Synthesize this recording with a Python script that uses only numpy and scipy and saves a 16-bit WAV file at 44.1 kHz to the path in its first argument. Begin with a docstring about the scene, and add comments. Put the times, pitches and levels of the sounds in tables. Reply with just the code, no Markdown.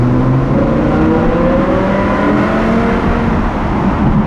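"""A ten-cylinder sports car pulls hard through a road tunnel, heard from the cabin, a window down.
From the start, exhaust tones sweep through pipe resonances and the tunnel smears them into a howl;
the firings rasp and snarl over wind and tyres. At 1 s the treble surges and air thumps in the cabin.
The intake fizzes as the revs peak near 3 s; then the throttle closes and the pitch sinks. Toward the
tunnel mouth the air roughens and thumps again, and just after 4 s the walls begin to fall away."""
import sys
import numpy as np
from scipy import signal
from scipy.fft import rfft, irfft, next_fast_len
from scipy.io import wavfile
from scipy.ndimage import uniform_filter1d, minimum_filter1d, map_coordinates

SR = 44100
rng = np.random.default_rng(int(sys.argv[2]) if len(sys.argv) > 2 else 0)


def int16_out(signal):
    """Quantize to a 16-bit WAV file."""
    q = np.round(np.clip(np.atleast_2d(signal).T, -1, 1) * 32767)
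    wavfile.write(sys.argv[1], SR, q.astype(np.int16))


N = 188262
TIME = np.arange(N) / SR
CYLINDERS, REF_FIRING_HZ = 5, 203.4  # per bank; the pivot for levels that grow with the revs
ROAD_DB_PER_S = 0.73  # boom and tyres build as the car gathers speed


def amp(db):
    """Decibels to gain."""
    return 10 ** (np.asarray(db) / 20)

def along(points, hz):
    """Read (frequency, value) points on a log frequency axis."""
    f, values = np.transpose(points)
    return np.interp(np.log(hz + 1), np.log(f + 1), values)

def envelope(points):
    """Join (time, value) points into one value per sample."""
    return np.interp(TIME, *np.transpose(points))

def wobble(rate, size=4096):
    """Smooth random modulation, rate knots a second."""
    knots = N * rate / SR
    coarse = map_coordinates(rng.standard_normal(int(knots) + 4), [np.linspace(0, knots, size)])
    return np.interp(np.arange(N), np.linspace(0, N, size), coarse)

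def unit(x):
    """Scale to rms 1."""
    return x / np.sqrt(np.mean(x ** 2) + 1e-20)

def filtered(x, response):
    """Pass x through a complex frequency response."""
    m = next_fast_len(N + SR // 2)
    return irfft(rfft(x, m) * response(np.fft.rfftfreq(m, 1 / SR)), m)[:N]

def eq(x, curve):
    """Colour x with an EQ curve of (f/Hz, level/dB) points."""
    return filtered(x, lambda hz: amp(along(curve, hz)))

def rush(curve, gate=1):
    """Noise, chopped by an optional gate and coloured by an EQ curve, at rms 1."""
    return unit(eq(gate * rng.standard_normal(N), curve))

def tone(phase, flutter_db, jitter_rad):
    """A sine that wavers in level and timing."""
    level = np.sqrt(2) * amp(flutter_db * wobble(21.82))
    return level * np.sin(phase + rng.uniform(0, 2 * np.pi) + jitter_rad * wobble(35))


# Rev curve, the firing rate of one bank: t/s, f/Hz
REVS = [(0, 121.3), (.25, 128.2), (.5, 136.2), (.75, 145.6), (1, 156.3), (1.25, 166.6), (1.5, 176.3),
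        (1.75, 187.6), (2.25, 207.8), (2.75, 228.7), (2.95, 235), (3.15, 237.5), (3.5, 212.2),
        (3.75, 204.2), (4.27, 174.4)]
# Engine load as the throttle opens in two steps, holds, eases and shuts: t/s, level/dB
LOAD = [(0, -3), (.48, -7.5), (.6, 1.5), (.86, -2.5), (1, 1.5), (1.25, -1.5), (2.35, 0.5), (2.65, -0.5),
        (3.05, -5), (3.4, -16), (4.27, -22.5)]

def engine():
    """Firing rate, load and four-stroke cycle angle; each cylinder fires once per turn of the angle."""
    firing_hz = envelope(REVS)
    unsteady_hz = firing_hz * (1 + 0.0013 * wobble(25))
    angle = 2 * np.pi * np.cumsum(unsteady_hz) / SR / CYLINDERS
    return firing_hz, envelope(LOAD), angle


# Reverb time of the tunnel: f/Hz, T60/s
TUNNEL_DECAY = [(100, 3.8), (500, 2.31), (1500, 2.46), (5000, 0.84)]

def tunnel(x, bloom_s=0.087):
    """The concrete tube's long reverb, slow to bloom and already ringing when the scene begins."""
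    hz, t, bands = signal.stft(rng.standard_normal(2 * SR), SR, nperseg=256)
    bloom = 1 - np.exp(-(t / bloom_s) ** 2)
    decay = amp(-60 * t / along(TUNNEL_DECAY, hz)[:, None])
    tail = signal.istft(bands * bloom * decay, SR, nperseg=256)[1]
    pre_roll = SR // 2
    primed = np.r_[x[pre_roll:0:-1], x]
    return signal.fftconvolve(primed, tail / np.linalg.norm(tail))[pre_roll:pre_roll + N]


# Resonances of the car that lift each exhaust tone: order (x cycle rate), f/Hz, width/Hz, level/dB
DRONE_SWELLS = [(4, 184, 12, -18.5), (5, 126.5, 20, -9.5), (5, 156, 13, -18), (5, 173, 12, -18),
                (5, 196, 18, -17.5), (5, 228, 19, -14.5), (6, 176, 20, -24), (7, 223, 16, -16.5),
                (7, 242, 22, -19.5), (7, 257, 15, -21), (7, 294, 11, -14), (8, 235, 19, -16),
                (8, 254, 15, -22.5), (8, 310, 16, -27), (8, 358, 55, -25), (10, 256, 26, -10),
                (10, 298, 16, -17.5), (10, 318, 18, -12.5), (10, 346, 16, -22.5), (10, 374, 20, -22.5),
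                (10, 420, 20, -24.5), (10, 464, 22, -17.5), (15, 370, 18, -21), (15, 487, 42, -18.5),
                (15, 535, 62, -15), (15, 585, 70, -21), (15, 685, 90, -23), (16, 405, 18, -25),
                (16, 470, 42, -23.5), (20, 510, 25, -26), (20, 557, 31, -20), (20, 598, 32, -24),
                (20, 690, 120, -32), (25, 660, 70, -27), (25, 774, 30, -25), (25, 998, 76, -21.5),
                (30, 970, 42, -25.5), (30, 1028, 48, -24), (30, 1130, 60, -31), (30, 1280, 80, -31.5),
                (35, 1015, 36, -28), (35, 1070, 45, -29), (35, 1455, 80, -31), (40, 1030, 70, -27),
                (40, 1250, 40, -32.5), (45, 1415, 55, -30.5), (50, 1395, 40, -35), (50, 1775, 110, -35.5),
                (50, 2210, 110, -38)]

def drone(angle, firing_hz, load_db):
    """Clean, loud exhaust tones swell through resonances, trailed by an echo of their earlier pitch."""
    tones = np.zeros(N)
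    for order in sorted({round(row[0]) for row in DRONE_SWELLS}):
        ratio = order / CYLINDERS
        power = sum((amp(db) / (1 + (2 * (ratio * firing_hz - hz) / width) ** 2)) ** 2
                    for k, hz, width, db in DRONE_SWELLS if round(k) == order)
        drive = amp(load_db * (0.28 if order == CYLINDERS else 1))  # the firing tone hums on off-throttle
        partial = tone(order * angle, flutter_db=0.75 * np.sqrt(ratio), jitter_rad=0.06 * np.sqrt(ratio))
        tones += drive * np.sqrt(power) * partial
    return tones + eq(tunnel(tones), [(130, -21), (300, -15), (520, -12), (700, -8.5)])


# Body of the pipes and cabin: f/Hz, width/Hz, relative level/dB
PIPE_MODES = [(175, 48, -0.5), (322.2, 22.4, 8.5), (526.4, 45, 2.5), (783, 21, -7), (1026, 55, -7),
              (1432, 51, -6.5)]

def pipes(x, cutoff_hz=3000):
    """Exhaust and cabin resonances ring; the bodywork shuts out the treble."""
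    def response(f):
        modes = sum((-1) ** k * amp(db) * 1j * f * width / (hz * hz - f * f + 1j * f * width)
                    for k, (hz, width, db) in enumerate(PIPE_MODES))
        return modes / (1 + (f / cutoff_hz) ** 4)
    return unit(filtered(x, response))


# Weaker tones from unequal cylinders and pipes: order (x cycle rate), relative level/dB
HOWL_PARTIALS = [(6, -8), (9, -6.5), (11, -6), (13, -3.5), (14, -4), (18, -1), (19, 0.5), (21, -2), (24, 1),
                 (29, 3), (34, -1), (36, -2.5), (44, -4)]

def howl(angle, load_db, level_db=-22.5, reverb_db=-6):
    """Overtones flare as they sweep through the pipe resonances and hang on in the tunnel."""
    tones = sum(amp(db) * tone(round(k) * angle, flutter_db=2, jitter_rad=0.17)
                for k, db in HOWL_PARTIALS)
    voice = amp(level_db + load_db) * pipes(tones)
    return voice + amp(reverb_db) * tunnel(voice)


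# Colour of the exhaust gas: f/Hz, relative level/dB
RASP_EQ = [(100, -43), (300, -32.5), (600, -2.5), (1000, -7.5), (1420, -2), (1650, -16.5), (2000, -9.5),
           (2600, -19), (3300, -23), (4300, -25), (7000, -62.5), (14000, -80.5)]

def rasp(angle, firing_hz, load_db, db_per_octave=7.5, reverb_db=-2):
    """Every firing blows a puff of turbulent gas, harder with revs and load."""
    level_db = -31 + 0.4 * load_db + db_per_octave * np.log2(firing_hz / REF_FIRING_HZ)
    puffs = ((1 + np.cos(CYLINDERS * angle)) / 2) ** 2
    imbalance = 1 + 0.12 * np.cos(angle)  # the cylinders differ in strength
    gas = amp(level_db + 0.25 * wobble(23)) * rush(RASP_EQ, puffs * imbalance)
    return gas + amp(reverb_db) * tunnel(gas)


def slap(x, paths=4, t60_s=0.1, changes_per_s=9):
    """Early reflections off the passing wall and road: overtones flare and fade as the paths shift."""
    decay = amp(-60 * TIME[:SR // 16] / t60_s)
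    shares = np.array([wobble(changes_per_s) for _ in range(paths)])
    shares /= np.linalg.norm(shares, axis=0)
    echoes = [signal.fftconvolve(x, rng.standard_normal(len(decay)) * decay)[:N] for _ in range(paths)]
    return unit(np.sum(shares * echoes, axis=0))


# Metallic midrange bite of the firings: f/Hz, relative level/dB
SNARL_EQ = [(600, -41.5), (900, -5), (1300, 0.5), (1650, 0), (2050, -1), (2350, -7), (2650, -6),
            (3200, -11), (4200, -29.5), (6000, -71)]

def snarl(angle, firing_hz, load_db, drift=0.3, db_per_octave=12.5, reverb_db=-7):
    """Each cylinder cracks its own way, much the same every cycle: a dense comb of metallic overtones."""
    def pattern(size=256):  # a random, flat-spectrum wavetable, looped once per cycle
        table = unit(irfft(np.exp(2j * np.pi * rng.random(size // 2 + 1))))
        return map_coordinates(table, [angle / (2 * np.pi) * size % size], mode="grid-wrap")
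    cracks = pattern() + drift * (wobble(9) * pattern() + wobble(14) * pattern())
    ring = sum(tone(k * CYLINDERS * angle, flutter_db=3, jitter_rad=0.3) for k in range(8, 13))
    comb = slap(unit(cracks) + amp(-14.5) * unit(ring))
    level_db = -29 + 0.6 * load_db + db_per_octave * np.log2(firing_hz / REF_FIRING_HZ)
    voice = amp(level_db) * unit(eq(comb, SNARL_EQ))
    return voice + amp(reverb_db) * tunnel(voice)


# Airy top end at the window: f/Hz, relative level/dB
HISS_EQ = [(2000, -2), (3500, 4), (4500, 1.5), (5600, 0.5), (6600, -3.5), (7800, -10), (9500, -12.5),
           (11000, -16), (15000, -23.5)]
# Fader ride on the hiss, ahead of its trim: t/s, level/dB
HISS_RIDE = [(0.0, -48.5), (0.4, -50), (1.15, -48.5), (1.44, -49.5), (2.74, -43.5), (3.17, -47.5),
             (3.9, -49), (4.12, -51), (4.22, -53.5)]

def hiss(trim_db=3):
    """Air hisses past the open window."""
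    return amp(envelope(HISS_RIDE) + trim_db + 0.4 * wobble(8.8)) * rush(HISS_EQ)


# Sub-bass rumble of the wind: f/Hz, relative level/dB
WIND_EQ = [(8, -23.5), (22, -12.5), (32, 1.5), (42, -2.5), (70, -5.5), (95, -4.5), (130, -11), (300, -20.5),
           (3000, -100)]

def wind(mouth, level_db=-21, mouth_db=3):
    """Wind buffets the window, harder in the rough air near the tunnel mouth."""
    return amp(level_db + mouth_db * mouth + 1.4 * wobble(7.7)) * rush(WIND_EQ)


# Hollow low mids of the cabin: f/Hz, relative level/dB
BOOM_EQ = [(60, -22), (100, -7), (128, 3.5), (158, 1), (205, 10.5), (245, 0), (320, 0.5), (420, -7),
           (4000, -100)]

def cabin_boom(mouth, level_db=-22, mouth_db=1.7):
    """The cabin booms unevenly, more with speed and near the tunnel mouth."""
    return amp(level_db + ROAD_DB_PER_S * TIME + mouth_db * mouth + 2.9 * wobble(12)) * rush(BOOM_EQ)


# Broad roar of rubber on road: f/Hz, relative level/dB
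TYRE_EQ = [(30, -26.5), (150, 1), (300, 3), (375, 0.5), (440, -7), (560, -0.5), (680, -1), (1000, 1.3),
           (1400, -8.5), (1650, -11.5), (2100, -15), (3200, -25.5), (12000, -85.5)]

def tyres(mouth, level_db=-24.5, mouth_db=3):
    """Tyre roar comes back off the walls, growing with speed and near the tunnel mouth."""
    return amp(level_db + ROAD_DB_PER_S * TIME + mouth_db * mouth + 0.27 * wobble(14)) * rush(TYRE_EQ)


# Low hits of air in the cabin: t/s, level/dB, f/Hz, half-width/s
AIR_THUMPS = [(1.033, -19, 70, 0.1), (1.283, -10.5, 28.8, 0.025), (3.099, -15, 82.7, 0.028),
              (3.108, -16, 40.2, 0.045), (3.4, -20, 24, .04), (3.46, -17, 45.14, 0.027),
              (4.063, -9.5, 132.9, 0.028), (4.115, -13, 35.1, 0.028), (4.17, -11.5, 140.2, 0.029),
              (4.188, -10, 215.9, 0.037)]

def thumps():
    """Short, bell-shaped swells of air pressure, a few cycles long."""
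    hits = np.zeros(N)
    for peak_s, db, hz, half_width_s in AIR_THUMPS:
        swell = amp(db) * np.exp(-((TIME - peak_s) / half_width_s) ** 2)
        hits += swell * tone(2 * np.pi * hz * TIME, flutter_db=0, jitter_rad=1)
    return hits


# High sizzle of the intake: f/Hz, relative level/dB
FIZZ_EQ = [(5000, -18), (8500, -1), (11000, -3), (15000, -5.5)]

def intake_fizz(firing_hz, load_db, level_db=-55.5, db_per_octave=42):
    """Air fizzes through the open intake near the top of the revs."""
    revs_db = db_per_octave * np.log2(firing_hz / firing_hz.max())
    return amp(level_db + load_db + revs_db) * rush(FIZZ_EQ)


# Fade of the sound thrown back by the walls: t/s, level/dB
WALL_FADE = [(4.08, 0), (4.27, -3.5)]

def tunnel_exit(x):
    """The level dips as the car comes into the open and the walls stop throwing sound back."""
    return amp(envelope(WALL_FADE)) * x


def scene():
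    """The mix in the cabin: revs and load drive every engine layer, over a bed of road and air."""
    firing_hz, load_db, angle = engine()
    surge = amp(2.8 * np.exp(-((TIME - 1) / 0.075) ** 2))  # a brief treble lift at 1 s
    mouth = np.clip((TIME - 3.07) / 0.8, 0, 1)  # 0 deep in the tunnel, 1 at its mouth
    tones = drone(angle, firing_hz, load_db) + howl(angle, load_db)
    grit = rasp(angle, firing_hz, load_db) + snarl(angle, firing_hz, load_db)
    treble = surge * (tunnel_exit(grit) + hiss())
    bed = wind(mouth) + cabin_boom(mouth) + tunnel_exit(tyres(mouth))
    return (tones + treble + bed + thumps() + intake_fizz(firing_hz, load_db))[None]

def record(dry, ceiling=0.73, rolloff_hz=12500, top_hz=15100):
    """A fast limiter holds the peaks down; the microphone dulls toward its band limit."""
    needed = np.minimum(1, ceiling / (np.abs(dry[0]) + 1e-9))
    held = minimum_filter1d(needed, size=400)
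    gain = uniform_filter1d(uniform_filter1d(held, size=200), size=200)
    return filtered(dry[0] * gain, lambda hz: (hz < top_hz) / np.sqrt(1 + (hz / rolloff_hz) ** 12))[None]


dry = scene()
out = record(dry)
int16_out(out)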